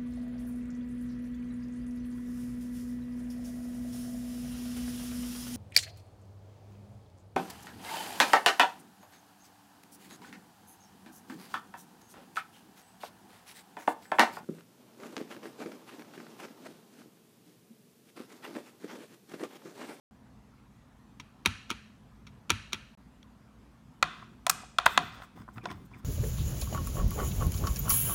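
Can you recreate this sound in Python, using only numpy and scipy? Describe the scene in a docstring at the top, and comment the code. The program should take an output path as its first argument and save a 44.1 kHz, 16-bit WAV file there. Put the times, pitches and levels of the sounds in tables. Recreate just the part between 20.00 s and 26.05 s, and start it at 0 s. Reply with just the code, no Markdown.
"""A desk in a small humming room: a finger touches, presses and releases a plastic key twice by a phone.
After a splice comes one more light touch, then a screwdriver knocks and turns in the upturned case.
Blows ring lists of dying tones and push the desk; turning is gritty clicks, hiss, rumble and squeaks.
Random taps make one early echo and a soft tail; shaped noise makes the hum."""
import sys
import numpy as np
from scipy import signal
from scipy.io import wavfile
from scipy.ndimage import uniform_filter1d

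SR = 44100
rng = np.random.default_rng(int(sys.argv[2]) if len(sys.argv) > 2 else 0)


def undo_db(level):
    """Turn decibels back into plain size, where 20 dB means ten times bigger."""
    steps = np.asarray(level, float) / 20
    return 10 ** steps


def store_wav(level_fs):
    """Save 16-bit WAV to argv[1]."""
    pcm = np.round(np.clip(np.atleast_2d(level_fs), -1, 1) * 32767)
    wavfile.write(sys.argv[1], SR, pcm.T.astype(np.int16))


N = 266716  # length in samples


# light taps on plastic: (start_s, peak_db, chatter_ms)
TOUCHES = [(1.1987, -33, 6.1), (2.268, -41, 10), (3.2287, -44.5, 1.4)]
# the key bottoms out: (start_s, peak_db, slide_db from that peak)
PRESSES = [(1.4592, -7, -26), (2.5034, -6, -17.5)]
# slide, clack and bounce: (low_tilt_db_per_octave, high_tilt_db_per_octave, chatter_ms)
PRESS_STEPS = [(-5, -5, 9), (-10, -1.66, 2.6), (4, -11.5, 6.3)]
# the key snaps back up: (start_s, peak_db, rebound_after_ms, rebound_db from that peak)
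RELEASES = [(1.7032, -19, 8.8, -1.5), (2.7311, -16.5, 5.7, -14.5)]
# slide, snap, rebound and settling: (low_tilt_db_per_octave, high_tilt_db_per_octave, chatter_ms)
RELEASE_STEPS = [(-12, -3.5, 9), (-10.5, -2, 3.3), (3, -3, 2.1), (-1, -11, 7.4)]


def key_contacts():
    """Spells touches, presses and releases out as single blows, since one key stroke hits several times."""
    low_db, high_db, touch_push_db = -3, -4, -58.5
    rows = [(s, db, low_db, high_db, ms, touch_push_db) for s, db, ms in TOUCHES]
    press_push_db, release_push_db = -23.5, -32.5  # push into the desk, from the peak of each contact
    for s, db, slide_db in PRESSES:
        # (ms from the clack, dB from its peak): the stem slides, bottoms out and bounces
        steps = [(-7.5, slide_db), (0, 0), (4.5, -12)]
        for (later_ms, step_db), colour in zip(steps, PRESS_STEPS):
            peak_db = db + step_db
            rows.append((s + later_ms / 1000, peak_db, *colour, peak_db + press_push_db))
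    for s, db, rebound_ms, rebound_db in RELEASES:
        # (ms from the snap, dB from its peak): the stem slides, snaps up, rebounds and settles
        steps = [(-7.7, -20), (0, 0), (rebound_ms, rebound_db), (rebound_ms + 5.5, -12.5)]
        for (later_ms, step_db), colour in zip(steps, RELEASE_STEPS):
            peak_db = db + step_db
            rows.append((s + later_ms / 1000, peak_db, *colour, peak_db + release_push_db))
    return rows


# keycap, stem and plate; the faint short 9.9 kHz ring is the spring: (pitch_hz, level_db, t60_s)
KEY = [(260, -2.5, 0.016), (420, -21.5, 0.021), (918, -10.5, 0.029), (1320, -8.5, 0.021),
       (1990, -1, 0.0065), (2270, 4.5, 0.0051), (3267, -6, 0.013), (3567, 5, 0.0049), (4050, -1, 0.0019),
       (5520, -4, 0.01), (6660, -8.5, 0.0045), (9940, -29, 0.018), (12200, -24, 0.0024)]
# smooth colour of the key's many small tones that die at once: (pitch_hz, level_db)
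KEY_SNAP = [(200, -18), (600, -12), (1300, -4), (2400, 0), (4000, -4), (5000, -10), (5650, -5), (6300, -11),
            (9200, -16), (9750, -4), (10300, -17), (16000, -17)]


def key_strokes():
    """The key's contacts ring its cap, stem, plate and spring."""
    rows = key_contacts()
    contacts_ms = [0.024] * len(rows)
    return knocks(rows, contacts_ms, KEY, KEY_SNAP, chatter_share=0.086, crack_db=27, ringing_db=-33.0)


# screwdriver knocks: (start_s, peak_db, low_tilt_db_per_octave, high_tilt_db_per_octave,
# contact_ms, played as 0.015 where shorter)
CASE_KNOCKS = [(4.0266, -7, -13, -9, 0.015), (4.2, -44.5, -21, -9, 0.21), (4.224, -37.5, -15, -16, 0.32),
               (4.4665, -10, 0, -1, 0.018), (4.4957, -8, -14.5, 4, 0.017), (4.4981, -3.5, -12, 7.5, 0.021),
               (4.633, -38, 0, -11, 0.31), (4.785, -9.5, -9.5, -8.5, 0.017), (4.859, -16.5, -7, -2, 0.015),
               (4.8613, -6.5, 14.5, 5, .016), (4.8635, -4, -11.5, -19.5, 0.026),
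               (4.9755, -4.5, -8.5, -8.5, 0.011), (5.008, -33, 42, -8.5, 0.2), (5.2, -40, 3.7, -12, 0.3),
               (5.22, -36, -6, -9, 0.08), (5.374, -44.5, 8, -7, 0.23), (5.478, -41, -7.5, -17, 0.33),
               (5.4855, -35, -10, -3, 0.43), (5.572, -40.5, -4, -6, 0.28), (5.581, -34.5, -12, 9, 0.21),
               (5.6555, -22, 10, 0, 0.12), (5.714, -33, -4, -2, 0.076), (5.913, -48, 2, -8, 0.31)]
# hollow plastic case: (pitch_hz, level_db, t60_s)
CASE = [(446, -13, 0.008), (743, -2, 0.033), (1007, 1.5, 0.027), (1343, 3, 0.0085), (2054, -5.5, 0.015),
        (2324, -3, 0.0038), (3535, -10.5, 0.012), (5000, -10, 0.0077), (6740, -22.5, 0.015),
        (7900, -25, .004), (9040, -8, 0.0026), (719, -27.5, 0.059)]
# smooth colour of the case's many small tones that die at once: (pitch_hz, level_db)
CASE_SNAP = [(200, -28.5), (500, -14.5), (730, 4.5), (880, -3.5), (1330, 2), (1900, -9), (2500, 0.5),
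             (3000, -9), (3600, -1.5), (4400, -5.5), (5300, -7), (7000, -7), (10000, -13.5), (16000, -19.5)]


def case_knocks():
    """The screwdriver knocks the hollow case; longer contacts sound duller."""
    chatter_ms, push_db = 2.53, -61.5
    rows = [(*row[:4], chatter_ms, push_db) for row in CASE_KNOCKS]
    contacts_ms = [row[4] for row in CASE_KNOCKS]
    return knocks(rows, contacts_ms, CASE, CASE_SNAP, chatter_share=0.23, crack_db=29.5, ringing_db=-27.5)


# the ringing desk: (pitch_hz, level_db, t60_s)
DESK = [(80, 1, 0.091), (101.4, 0, 0.25), (175, -11, 0.13), (226, -6, 0.11)]


def knocks(rows, contacts_ms, modes, colour, chatter_share, crack_db, ringing_db):
    """Each blow is a sharp contact and a dying chatter that ring the object and slowly push the desk.
    Returns the sound at the microphone and the smoother sound sent all around the room."""
    near, around, t = np.zeros(N), np.zeros(N), np.arange(1500) / SR
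    jitter = rng.standard_normal((len(rows), len(t)))
    push = signal.fftconvolve(signal.windows.hann(round(.007 * SR)), ring(DESK))
    push = push / abs(push).max()
    desk_lag_s = 0.0091
    for (s, db, low_db, high_db, ms, push_db), contact_ms, noise in zip(rows, contacts_ms, jitter):
        blow = chatter_share * noise * abs(noise) * np.exp(-t * 1000 / max(ms, .2))
        blow[0] = 1
        body, click = ring(modes, low_db, high_db), snap(colour, low_db, high_db)
        wide = undo_db(ringing_db) * body  # summed over all directions the modes blur
        add(wide, 0, click)
        # a longer contact dulls the blow
        pad = np.exp(-4 * (t[:100] * 1000 / max(contact_ms, .015) - 3 / 2) ** 2)
        blow, wide = np.convolve(blow, pad), np.convolve(wide, pad)
        add(body, 0, undo_db(crack_db + 0.19 * db) * click)  # soft blows crack less
        sound = signal.fftconvolve(blow, body)
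        sound *= undo_db(db) / abs(sound).max()
        add(near, s, sound)
        add(near, s + desk_lag_s, undo_db(push_db) * push)
        add(around, s, wide * np.linalg.norm(sound) / np.linalg.norm(wide))
    return near, around


def ring(modes, low_db=0, high_db=0, sustain=1):
    """A struck object sounds as a sum of dying tones."""
    hz, db, t60 = np.transpose(modes)[:, :, None]
    t = np.arange(SR // 4) / SR
    sign = (-1) ** np.arange(len(modes))[:, None]  # neighbouring modes move in opposition
    fade_db = 60 * t / np.maximum(sustain * t60, .0005)
    tones = sign * undo_db(db + tilt(hz, low_db, high_db) - fade_db) * np.sin(2 * np.pi * hz * t)
    return tones.sum(0)


def snap(colour, low_db, high_db):
    """A click of a given colour that starts at once (minimum phase)."""
    hz = abs(np.fft.fftfreq(2048, 1 / SR))
    log_gain = np.log(undo_db(read(colour, hz) + tilt(hz, low_db, high_db)))
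    return np.fft.ifft(np.exp(np.conj(signal.hilbert(log_gain)))).real[:1024]


def tilt(hz, low_db, high_db):
    """Where and how hard a blow lands tilts the lows and the highs, in dB per octave."""
    low_octaves = np.clip(np.log2(1300 / (hz + 1)), 0, 1)
    high_octaves = np.clip(np.log2((hz + 1) / 3400), 0, 2)
    return low_db * low_octaves + high_db * high_octaves


# turns of the bit in the screw: (start_s, length_s, grinding_db, hand_on_desk_db)
TURNS = [(4.044, 0.2, -57, -56), (4.27, 0.067, -70, -62), (4.513, .13, -54, -56), (4.867, 0.11, -58, -54.5),
         (4.974, 0.074, -65, -43), (5.113, 0.13, -52, -53.5), (5.353, 0.069, -59.5, -47),
         (5.479, 0.016, -71, -51.5), (5.555, 0.023, -56, -47), (5.63, 0.061, -52, -46.5),
         (5.697, 0.016, -42.5, -41), (5.736, 0.115, -74, -52), (5.904, 0.099, -61.5, -56),
         (6.025, .03, -65, -54.5)]


def turn_levels():
    """Loudness curves of grinding and hand: each turn grips quickly and lets go in a steep fade."""
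    power, t = np.zeros((N, 2)), np.arange(SR // 2) / SR
    grip_s, let_go_db_per_s = 0.0079, 493
    for s, length, *db in TURNS:
        turn = np.minimum(t / grip_s, 1) * undo_db(-let_go_db_per_s * np.maximum(t - length, 0))
        add(power, s, (turn[:, None] * undo_db(db)) ** 2)
    return np.sqrt(power.T)


def grinding(level):
    """Random gritty slips of the bit ring the case, more briefly than knocks do."""
    slips_per_s, spread_db = 1800, 3.5
    size = undo_db(spread_db * np.minimum(rng.exponential(size=N), 4))
    grit = size * rng.choice([-1, 1], N) * (rng.random(N) < slips_per_s / SR)
    body = ring(CASE, low_db=-13, high_db=-4, sustain=0.6)
    return level * evened(signal.oaconvolve(grit, body)[:N])


# the screw squeaks: (start_s, length_ms, pitch_hz it sags down to, apart from wobble, level_db)
SQUEAKS = [(5.612, 35, 2340, -58), (5.688, 11, 2240, -44.5), (5.935, 20, 2155, -50)]


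def squeaks():
    """Short wobbling tones that sag in pitch as the screw slips."""
    out = np.zeros(N)
    wobble, sag = .07, .08  # shares of the pitch
    for (s, ms, hz, db), noise in zip(SQUEAKS, rng.standard_normal((len(SQUEAKS), SR // 10))):
        u = np.linspace(0, 1, round(ms * SR / 1000))
        drift = evened(uniform_filter1d(noise, size=60))[:len(u)]
        pitch = hz * (1 + sag * (1 - u) ** 2 + wobble * drift)
        swell = np.sin(np.pi * np.sqrt(u))
        add(out, s, undo_db(db) * swell * np.sin(2 * np.pi * np.cumsum(pitch) / SR))
    return out


# skin brushes the handle: (middle_s, length_ms, level_db)
BRUSHES = [(4.92, 140, -54.5), (5.06, 160, -68), (5.15, 57, -67), (5.236, 78, -65.5), (4.62, 20, -74),
           (5.4, 98, -77.5), (5.545, 44, -66.5), (5.582, 35, -72), (5.72, 32, -65), (5.77, 80, -78.5),
           (5.86, 32, -68.5), (5.989, 42, -69)]
# colour of the skin's hiss: (pitch_hz, level_db)
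SKIN = [(2000, -30.5), (5000, -7), (8000, 2), (11000, -8), (14000, 3), (15800, -6), (16200, -23)]


def skin_rustle():
    """Skin rubbing the handle makes a patchy hiss that swells and fades with each brush."""
    level = np.zeros(N)
    for s, ms, db in BRUSHES:
        add(level, s - ms / 2000, undo_db(db) * signal.windows.hann(round(ms * SR / 1000)))
    return level * hiss(SKIN, patchy_db=3.5)


# colour of the hand's rumble: (pitch_hz, level_db)
HAND = [(40, -14), (70, -8), (110, -1.5), (165, 4), (240, -1.5), (400, -9.5), (800, -44.5)]


def hand_rumble(level):
    """The hand weighing on the desk makes low patchy noise during the turns."""
    return level * hiss(HAND, patchy_db=4.5)


# low thuds as the case rocks on the desk: (start_s, pitch_hz, level_db before rise and fade)
THUDS = [(4.034, 160, -42), (4.5, 169, -43.5), (4.99, 164.6, -35.5), (5.551, 115, -39), (5.715, 203, -43.5),
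         (5.735, 89.5, -42)]


def thuds():
    """Round low bumps that swell briefly and die."""
    out, t = np.zeros(N), np.arange(SR // 3) / SR
    rise_s, t60_s = .012, .25
    for s, hz, db in THUDS:
        level = np.minimum(t / rise_s, 1) * undo_db(db - 60 * t / t60_s)
        add(out, s, level * np.sin(2 * np.pi * hz * t))
    return out


# how long the room rings: (pitch_hz, t60_s)
ROOM = [(60, 0.44), (400, 0.17), (1100, 0.47), (3000, .65), (8000, 0.61), (16000, 0.1)]
# colour of the room's tail: (pitch_hz, level_db)
ROOM_COLOUR = [(100, 16.5), (500, -1), (2000, -4), (6000, -9), (16000, -8.5)]


def room(x):
    """One smeared early echo, then dense random taps whose bands die at their own speeds."""
    tail_db, echo_db, echo_ms, echo_spread_ms = -16.5, -20, 14.0, 2.0
    hz, t, z = signal.stft(rng.standard_normal(SR), SR, nperseg=256)
    z = z * undo_db(read(ROOM_COLOUR, hz)[:, None] - 60 * t / read(ROOM, hz)[:, None])
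    tail = signal.istft(z, SR, nperseg=256)[1]
    tail = tail * np.clip(np.arange(len(tail)) / SR / 0.027, 0, 1)  # reflections build up
    tail = undo_db(tail_db) * tail / np.linalg.norm(tail)
    echo = rng.standard_normal(400) * np.exp(-np.arange(400) / SR * 1000 / echo_spread_ms)
    add(tail, echo_ms / 1000, undo_db(echo_db) * echo / np.linalg.norm(echo))
    return signal.fftconvolve(x, tail)[:N]


# colour of the broad room noise: (pitch_hz, level_db per Hz, relative)
HUM = [(25, -29.5), (40, -9.5), (60, -9), (130, -8.5), (250, -9), (330, -19.5), (540, -21.5), (1000, -20),
       (1510, -25), (2000, -29.5), (4000, -36.5), (8000, -41.5), (13300, -45.5), (16500, -62)]
# room resonances stirred by the hum: (pitch_hz, width_hz, level_db)
HUM_TONES = [(56, 5, -61.5), (84, 11, -86.5), (123.3, 14, -65.5), (157.8, 8.4, -70), (203.8, 12, -72),
             (212.8, 12, -63.5), (239, 11, -76.5), (252.5, 7.5, -68.5)]


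def hum():
    """Broad room noise with wavering low tones, each a slow random sway carried up to its pitch."""
    t, out = np.arange(N) / SR, undo_db(-60) * hiss(HUM, patchy_db=2.0)
    for hz, width, db in HUM_TONES:
        r = np.exp(-np.pi * width / SR)
        sway = signal.lfilter([1], [1, -r], rng.standard_normal((N, 2)) @ [1, 1j])
        out += undo_db(db) * evened((sway * np.exp(2j * np.pi * hz * t)).real)
    return out


def hiss(spectrum, patchy_db):
    """Noise of a given colour with drifting louder and softer patches."""
    frames, hz = N // 256 + 5, np.fft.rfftfreq(1024, 1 / SR)
    a, b, patches = rng.standard_normal((frames, 513, 3)).T
    patches = uniform_filter1d(patches, size=6, axis=0)  # smooth over pitch, then time
    patches = evened(uniform_filter1d(patches, size=12, axis=1))
    z = (a + 1j * b) * undo_db(read(spectrum, hz)[:, None] + patchy_db * patches)
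    return evened(signal.istft(z, nperseg=1024, noverlap=768)[1][:N])


def evened(x):
    """Scales to rms 1."""
    return x / np.sqrt(np.mean(x ** 2) + 1e-20)


def read(points, hz):
    """Reads a table between its points on a log-frequency axis."""
    f, value = np.transpose(points)
    return np.interp(np.log(hz + 1), np.log(f + 1), value)


def add(mix, s, sound):
    """Mixes a sound in at time s."""
    part = mix[round(s * SR):][:len(sound)]
    part += sound[:len(part)]


def scene():
    """Key before the splice, a touch and the screwdriver after it, in one room."""
    key, key_around = key_strokes()
    case, case_around = case_knocks()
    grind_level, hand_level = turn_levels()
    rubs = grinding(grind_level) + skin_rustle() + hand_rumble(hand_level) + squeaks()
    before = np.arange(N) < SILENCES[1][1] * SR
    # the splice cuts off the room tail of what came before
    tails = before * room(key_around * before)
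    tails += room(key_around * ~before + case_around + rubs)
    return (key + case + rubs + tails + thuds() + hum())[None]


def top_cut(x):
    """Nothing passes above the cut-off."""
    return signal.sosfilt(signal.butter(12, 17010, fs=SR, output="sos"), x)


# silence at the start and at the splice: (start_s, end_s)
SILENCES = [(0, 0.11), (2.951, 2.9740)]


def record(dry):
    """The microphone passes a limited band; the start and the splice are silent."""
    low_hz, top_hz = 48, 16500
    band = signal.sosfilt(signal.butter(3, low_hz, "high", fs=SR, output="sos"), dry)
    band = signal.sosfilt(signal.cheby1(8, .5, top_hz, fs=SR, output="sos"), band)
    t, on = np.arange(N) / SR, np.ones(N)
    for t0, t1 in SILENCES:
        on[(t >= t0) & (t < t1)] = 0
    return top_cut(band * on)


dry = scene()
out = record(dry)
store_wav(out)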